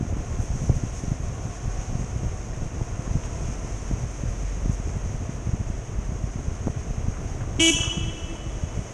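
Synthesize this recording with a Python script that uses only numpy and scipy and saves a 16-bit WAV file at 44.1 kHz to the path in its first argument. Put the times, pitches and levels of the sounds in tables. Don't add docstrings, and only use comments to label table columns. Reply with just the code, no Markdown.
import sys
import numpy as np
from scipy import signal
from scipy.fft import rfft, irfft, next_fast_len
from scipy.io import wavfile

SR = 44100
rng = np.random.default_rng(int(sys.argv[2]) if len(sys.argv) > 2 else 0)


def unload_wav(signal):
    wavfile.write(
        sys.argv[1],
        SR,
        np.round(np.clip(np.atleast_2d(signal).T, -1, 1) * 32767).astype(np.int16),
    )


N = 393813
TIME = np.arange(N) / SR

# t/s, relative level/dB
WIND_STRENGTH = [(0, -30.5), (.7, -29.5), (1.6, -32.5), (2.15, -29.5), (2.9, -34.5), (3.9, -31.5),
                 (4.3, -33.5), (5.2, -33), (5.9, -33), (7.9, -33), (8.4, -35.5), (8.93, -34)]
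# f/Hz, relative level/dB
WIND_COLOUR = [(8, -26), (18, -2.5), (30, 0.5), (50, -1.5), (85, -1), (120, -3.5), (170, -15), (300, -24.5),
               (700, -28.5), (2000, -68)]
# t/s, relative level/dB, f/Hz (centre)
BUFFETS = [(0.011, -13.5, 152), (0.03, -17.5, 123), (0.053, -20, 176), (0.169, -17.5, 178),
           (0.389, -30, 111), (0.505, -13.5, 70.4), (0.62, -16, 92), (0.639, -16.5, 111), (0.696, -12, 297),
           (0.7, -6, 95.5), (0.718, -18, 120), (0.767, -16, 70), (0.838, -14.5, 153), (1.038, -20.5, 198),
           (1.082, -15.5, 110), (1.12, -12.5, 110), (1.202, -20, 82), (1.454, -22, 90.5), (1.68, -21, 88),
           (1.928, -17.5, 105), (1.955, -15.5, 100), (1.995, -17.5, 110), (2.015, -19, 123),
           (2.043, -20, 111), (2.163, -15, 74.1), (2.249, -24, 314), (2.359, -30, 199), (2.621, -18.5, 150),
           (2.812, -19.5, 394), (2.817, -13.5, 76), (2.995, -18, 99.7), (3.078, -18, 155), (3.114, -16, 92),
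           (3.155, -11.5, 111), (3.164, -14.5, 89), (3.648, -21.5, 159), (3.913, -14.5, 170),
           (3.937, -18, 103), (4.237, -16.5, 153), (4.659, -14.5, 165), (4.697, -10.5, 103),
           (4.801, -20.5, 120), (4.969, -21, 114), (5.06, -20.5, 90), (5.147, -16.5, 95), (5.295, -17, 170),
           (5.473, -17.5, 131.4), (5.493, -17, 105), (5.537, -15, 98), (5.546, -18, 187), (5.602, -20, 85),
           (5.614, -21.5, 157), (5.702, -18, 138), (5.989, -16.5, 87), (6.092, -22, 125),
           (6.123, -17.5, 98.5), (6.241, -14.5, 88), (6.36, -17, 116), (6.484, -13.5, 70),
           (6.665, -21, 176), (6.672, -20, 708), (6.672, -10, 204), (6.681, -15.5, 430), (6.701, -16, 80),
           (6.771, -19, 75), (6.908, -18.5, 108), (6.981, -15.5, 83), (7.085, -12.5, 96),
           (7.749, -19.5, 104), (7.767, -21, 198), (7.879, -17.5, 98), (7.973, -15.5, 120),
           (7.981, -16, 131), (8.012, -18.5, 72), (8.085, -19.5, 89), (8.467, -21, 105),
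           (8.637, -15.5, 120), (8.776, -17, 80), (8.793, -16.5, 100)]
# t/s, relative level/dB
ROAR_LEVEL = [(0, -49), (2.6, -49), (3.45, -48), (4.8, -48.5), (6.1, -49.5), (7.3, -48.5), (8.93, -48.5)]
# f/Hz, relative level/dB
ROAR_COLOUR = [(60, 9.5), (120, 6.5), (300, 2.5), (480, 1.5), (570, -2), (690, -.5), (820, -6.5),
               (1080, -6), (1650, -12), (1950, -11.5), (2600, -14.5), (3300, -20), (4300, -31.5),
               (7000, -50)]
# t/s, f/Hz (teeth per second), relative level/dB
CHAIN = [(0, 350, -51.5), (1.2, 360, -52), (1.7, 370, -48.5), (2.4, 365, -55.5), (3.2, 330, -47.5),
         (4.3, 330, -59), (6, 320, -58), (7.1, 385, -56), (8.93, 292, -53)]
CHAIN_PARTIALS = [-1, -8, -12.5]
# t/s, level/dB
WET_ROAD = [(0, -50), (.6, -45), (1.35, -48.5), (1.9, -46.5), (2.7, -49), (3.5, -45.5), (4.6, -47),
            (5.6, -49.5), (7.2, -49), (8.93, -47.5)]
# f/Hz, relative level/dB
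HISS_COLOUR = [(2500, -11.5), (4300, -20.5), (5000, -14.5), (5800, -4), (6200, -2.5), (6480, 1),
               (6900, -7.5), (7600, -13), (9000, -18), (10200, -27.5), (12500, -37.5), (14000, -62)]
# t/s, level/dB, time to fall to 1/e on either side/s, tilt/dB per octave
PUDDLES = [(.43, -51, 0.037, 14), (.65, -49.5, .05, 3), (.77, -49, 0.037, 6), (.975, -45.5, 0.053, 3),
           (1.557, -48, 0.034, -2), (1.811, -47, 0.059, -4), (3.261, -46, 0.014, -1),
           (4.735, -50, 0.026, 9)]
# t/s, relative level/dB, f/Hz (centre)
RATTLES = [(3.062, -37.5, 1300), (3.232, -39, 2640), (3.394, -42, 980), (7.138, -35.5, 1250),
           (7.169, -40, 1290), (7.407, -35, 1380), (7.435, -40, 1210), (7.784, -31, 1100),
           (7.808, -35.5, 1000), (7.831, -29, 1250), (7.862, -36, 1030), (7.878, -37, 1170),
           (7.914, -39, 1010), (7.928, -33, 1020)]
# multiple of the pitch, relative level/dB
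HORN_PARTIALS = [(1, 1.5), (2, -15), (3, -21.5), (4, -27), (5, -23), (6, -18), (7, -3.5), (8, -6.5), (9, 0),
                 (10, -8.5), (11, -18.5), (12, -23.5), (13, -28), (14, -25), (15, -26), (16, -21.5),
                 (17, -18), (18, -12), (19, -16), (20, -10.5), (21, -11), (22, -17.5), (23, -14.5),
                 (24, -16), (25, -18), (26, -17.5), (27, -26), (28, -23), (29, -32), (30, -29), (31, -23.5),
                 (32, -31), (33, -28), (34, -30), (35, -42), (36, -44)]
# f/Hz, relative level/dB
HORN_RASP = [(1500, -10), (2100, -31), (2600, 0), (3150, 6), (3450, 1), (3900, -36), (5000, -25),
             (6000, 2.5), (6700, -8), (8000, -22), (11500, -33), (13000, -54)]
# t/s, f/Hz, level/dB, time to fall by 60 dB/s
HORN_RINGS = [(7.589, 292, -19, 0.047), (7.596, 3200, -22.5, 0.1), (7.703, 288, -20.5, 0.21)]
# f/Hz, relative level/dB
BEAM = [(330, -15.5), (1000, -5), (1900, -3.5), (2300, -13.5), (2620, 1.5), (2960, 0), (3300, 3),
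        (3900, -7.5), (4700, -2), (6200, 10.5), (8000, 0), (11500, 10)]
# f/Hz, time to fall by 60 dB/s
TUNNEL = [(250, 5.2), (1000, 1.6), (3100, 1.41), (6300, 0.83), (9000, 0.72), (12000, 0.19)]

FIRING_HZ = 23.25
BOOM_DB, RESONANCE_DB, RESONANCE_AT_S, RESONANCE_WIDTH_S = -41.5, 13.5, 4.65, 0.22
CHAIN_BLUR_HZ = 42
HONK_AT_S, HONK_HOLD_S, HONK_DB = 7.594, 0.108, -17.5
HONK_ATTACK_S, HONK_RELEASE_DB_PER_S = 0.0092, 1700
HORN_HZ = 328.1
CLOSING = 0.016
ECHO_SMEAR = 0.0048
EDGE_HZ = 13900


def gain_of(db):
    return 10 ** (np.asarray(db) / 20)


def evened(x):
    return x / np.sqrt(np.mean(x ** 2) + 1e-20)


def read(points, hz):
    f, value = np.transpose(points)
    return np.interp(np.log(hz + 1), np.log(f + 1), value)


def follow(rows, t=TIME):
    s, *columns = np.transpose(rows)
    return [np.interp(t, s, column) for column in columns]


def coloured(x, points):
    size = next_fast_len(len(x) + 4096)
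    gain = gain_of(read(points, np.fft.rfftfreq(size, 1 / SR)))
    return irfft(rfft(x, size) * gain, size)[:len(x)]


def wander(rate_hz, size=N):
    length = next_fast_len(size)
    spectrum = rfft(rng.standard_normal(length))
    spectrum[0] = 0
    slowing = 1 + (np.fft.rfftfreq(length, 1 / SR) / rate_hz) ** 4
    return evened(irfft(spectrum / slowing, length))[:size]


def add(mix, s, sound):
    start = round(s * SR)
    sound = sound[max(-start, 0):]
    part = mix[max(start, 0):][:len(sound)]
    part += sound[:len(part)]


def eddy(hz, turn):
    t = np.arange(-0.04, 0.04, 1 / SR)
    swing = np.exp(2j * np.pi * turn) / (1 - 2.7j * hz * t) ** 3
    return swing.real * signal.windows.hann(len(t))


def wind(rumble_db=0.97, lumpy_db=5.0, lump_hz=13, eddies_per_s=44, eddy_db=1, spread_db=3.0):
    strength = gain_of(follow(WIND_STRENGTH)[0])
    lumps = gain_of(lumpy_db * np.clip(wander(lump_hz), -3, 1))
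    rumble = coloured(rng.standard_normal(N), WIND_COLOUR)
    out = gain_of(rumble_db) * evened(rumble * lumps)
    for hz in np.geomspace(85, 420, num=6):
        hits = rng.random(N) < eddies_per_s / 6 / SR
        extra_db = spread_db * np.minimum(rng.exponential(1, N), 3)
        size = lumps * gain_of(eddy_db + extra_db)
        size *= rng.choice([-1, 1], N)
        size *= (85 / hz) ** 0.64
        out += signal.oaconvolve(hits * size, eddy(hz, rng.random()), "same")
    return strength * out


def buffets(buffet_db=-0.5, gust_db=-17.5, gust_s=0.015, turn_spread=0.23,
            ring_hz=118, ring_q=3.2, ring_db=-6):
    thumps, gust_power = np.zeros(N), np.zeros(N)
    t = np.arange(-SR // 8, SR // 8) / SR
    turns = turn_spread * rng.standard_normal(len(BUFFETS))
    for (s, db, hz), turn in zip(BUFFETS, turns):
        swing = gain_of(db + buffet_db) * eddy(hz, turn)
        add(thumps, s - len(swing) / 2 / SR, swing)
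        power = gain_of(db + gust_db) ** 2 * np.exp(-(t / gust_s) ** 2)
        add(gust_power, s + t[0], power)
    b, a = signal.iirpeak(ring_hz, ring_q, fs=SR)
    ring = gain_of(ring_db) * signal.lfilter(b, a, thumps)
    gust_noise = evened(coloured(rng.standard_normal(N), WIND_COLOUR))
    return thumps + ring + np.sqrt(gust_power) * gust_noise


def engine(roar_db=9.5, firing_share=0.22, puff_turns=1.0, flutter_db=0.5, waver_db=2.7):
    firings = np.cumsum(FIRING_HZ * (1 + 0.007 * wander(3.1))) / SR
    puffs = evened(np.exp(-(firings % 1) / puff_turns) * rng.standard_normal(N))
    smeared = rng.standard_normal(N)
    roar = evened(coloured(firing_share * puffs + (1 - firing_share) * smeared, ROAR_COLOUR))
    level_db, = follow(ROAR_LEVEL)
    roar *= gain_of(level_db + roar_db + flutter_db * wander(37))
    resonance = 1 / np.hypot(1, (TIME - RESONANCE_AT_S) / RESONANCE_WIDTH_S)
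    boom_level = gain_of(BOOM_DB + RESONANCE_DB * resonance + waver_db * wander(3.0))
    boom = np.sqrt(2) * np.sin(4 * np.pi * firings) * boom_level
    return roar + boom


def chain(slack=0.0121):
    tooth_hz, level_db = follow(CHAIN)
    teeth = np.cumsum(tooth_hz * (1 + slack * wander(4.065))) / SR
    whine = np.zeros(N)
    for multiple, db in enumerate(CHAIN_PARTIALS, 2):
        blur = wander(CHAIN_BLUR_HZ) + 1j * wander(CHAIN_BLUR_HZ)
        whine += gain_of(db) * (blur * np.exp(2j * np.pi * multiple * teeth)).real
    return gain_of(level_db) * whine


def tyres(surge_db=0.65, surge_hz=14, drop_db=1.5):
    wet_db, = follow(WET_ROAD)
    spray = rng.standard_normal(N) * gain_of(drop_db * wander(2200))
    return evened(coloured(spray, HISS_COLOUR)) * gain_of(wet_db + surge_db * wander(surge_hz))


def puddles():
    out, t = np.zeros(N), np.arange(-SR // 6, SR // 6) / SR
    for s, db, fall_s, tilt in PUDDLES:
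        colour = [(hz, level + tilt * np.log2(hz)) for hz, level in HISS_COLOUR]
        spray = evened(coloured(rng.standard_normal(len(t)), colour))
        add(out, s + t[0], gain_of(db) * np.exp(-(t / fall_s) ** 2) * spray)
    return out


def rattles(knock_t60=0.031, chatter_db=-11, chatter_t60=0.34, grain_db=5, grains_hz=700, panel_octaves=0.5):
    out, t = np.zeros(N), np.arange(SR // 5) / SR
    knock, chatter = gain_of(-60 * t / knock_t60), gain_of(chatter_db - 60 * t / chatter_t60)
    level = np.hypot(knock, chatter)
    for s, db, hz in RATTLES:
        grain_level = gain_of(grain_db * np.clip(wander(grains_hz, size=len(t)), -2, 1.5))
        grains = evened(rng.standard_normal(len(t)) * grain_level)
        half_band = 2 ** (panel_octaves / 2)
        panel = signal.butter(1, [hz / half_band, hz * half_band], "bandpass", fs=SR, output="sos")
        damping = signal.butter(3, 1.24 * hz, fs=SR, output="sos")
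        sound = signal.sosfilt(np.vstack([panel, damping]), grains * level)
        add(out, s, gain_of(db) * np.sqrt(SR / hz) * sound)
    return out


def diaphragm(doppler, smear, rasp_db=-17, start_rasp_db=7, settle_s=0.029):
    t = np.arange(SR // 6) / SR
    release_db = HONK_RELEASE_DB_PER_S * np.maximum(t - HONK_HOLD_S, 0)
    level = np.minimum(t / HONK_ATTACK_S, 1) * gain_of(HONK_DB - release_db)
    jitter = 0.003 * wander(200, size=len(t)) + smear * wander(80, size=len(t))
    bend = jitter - 0.045 * np.exp(-t / 0.009)
    cycles = np.cumsum(doppler * HORN_HZ * (1 + bend)) / SR
    tone = np.zeros(len(t))
    for multiple, db in HORN_PARTIALS:
        tone += gain_of(db) * np.cos(2 * np.pi * (multiple * cycles + rng.random()))
    strikes = rng.standard_normal(len(t)) * np.exp(-2 * (cycles % 1))
    rasp = evened(coloured(strikes, HORN_RASP))
    rasp_level = gain_of(rasp_db + start_rasp_db * np.exp(-(t / settle_s) ** 2))
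    return level * (evened(tone) + rasp_level * rasp)


def tunnel(x, delay, axial_db=-13, axial_lasts=1.93):
    hz, t, z = signal.stft(rng.standard_normal(2 * SR), SR, nperseg=256)
    fall_db = -60 * t / read(TUNNEL, hz)[:, None]
    fading = np.hypot(gain_of(fall_db), gain_of(axial_db + fall_db / axial_lasts))
    tail = signal.istft(z * fading, SR, nperseg=256)[1]
    tail *= np.clip(np.arange(len(tail)) / SR / delay - 1, 0, 1)
    return signal.oaconvolve(x, tail / np.sqrt(SR / 10))[:N]


def horn(echo_db=2, wall_s=0.0045, far_s=0.0052, rear_db=22):
    out, t = np.zeros(N), np.arange(SR // 4) / SR
    add(out, HONK_AT_S, diaphragm(1, smear=0))
    for s, hz, db, t60 in HORN_RINGS:
        add(out, s, gain_of(db - 60 * t / t60) * np.sin(2 * np.pi * hz * t))
    for ahead in np.linspace(-1, 1, num=9):
        shade_db = rear_db * ((1 - ahead) / 2) ** 2
        colour = [(hz, db - shade_db * np.sqrt(hz / 3000)) for hz, db in BEAM]
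        beam = coloured(diaphragm(1 + CLOSING * ahead, ECHO_SMEAR), colour)
        echo = tunnel(beam, wall_s + far_s * abs(ahead))
        add(out, HONK_AT_S, gain_of(echo_db) / np.sqrt(9) * echo)
    return out


def scene():
    ride = wind() + buffets() + engine() + chain() + tyres()
    return (ride + puddles() + rattles() + horn())[None]


def record(dry):
    highpass = signal.butter(2, 14, "highpass", fs=SR, output="sos")
    thinned = signal.sosfilt(highpass, dry)
    lowpass = signal.firwin(511, EDGE_HZ, window=("kaiser", 9), fs=SR)
    return signal.oaconvolve(thinned, lowpass[None], "same")


dry = scene()
out = record(dry)
unload_wav(out)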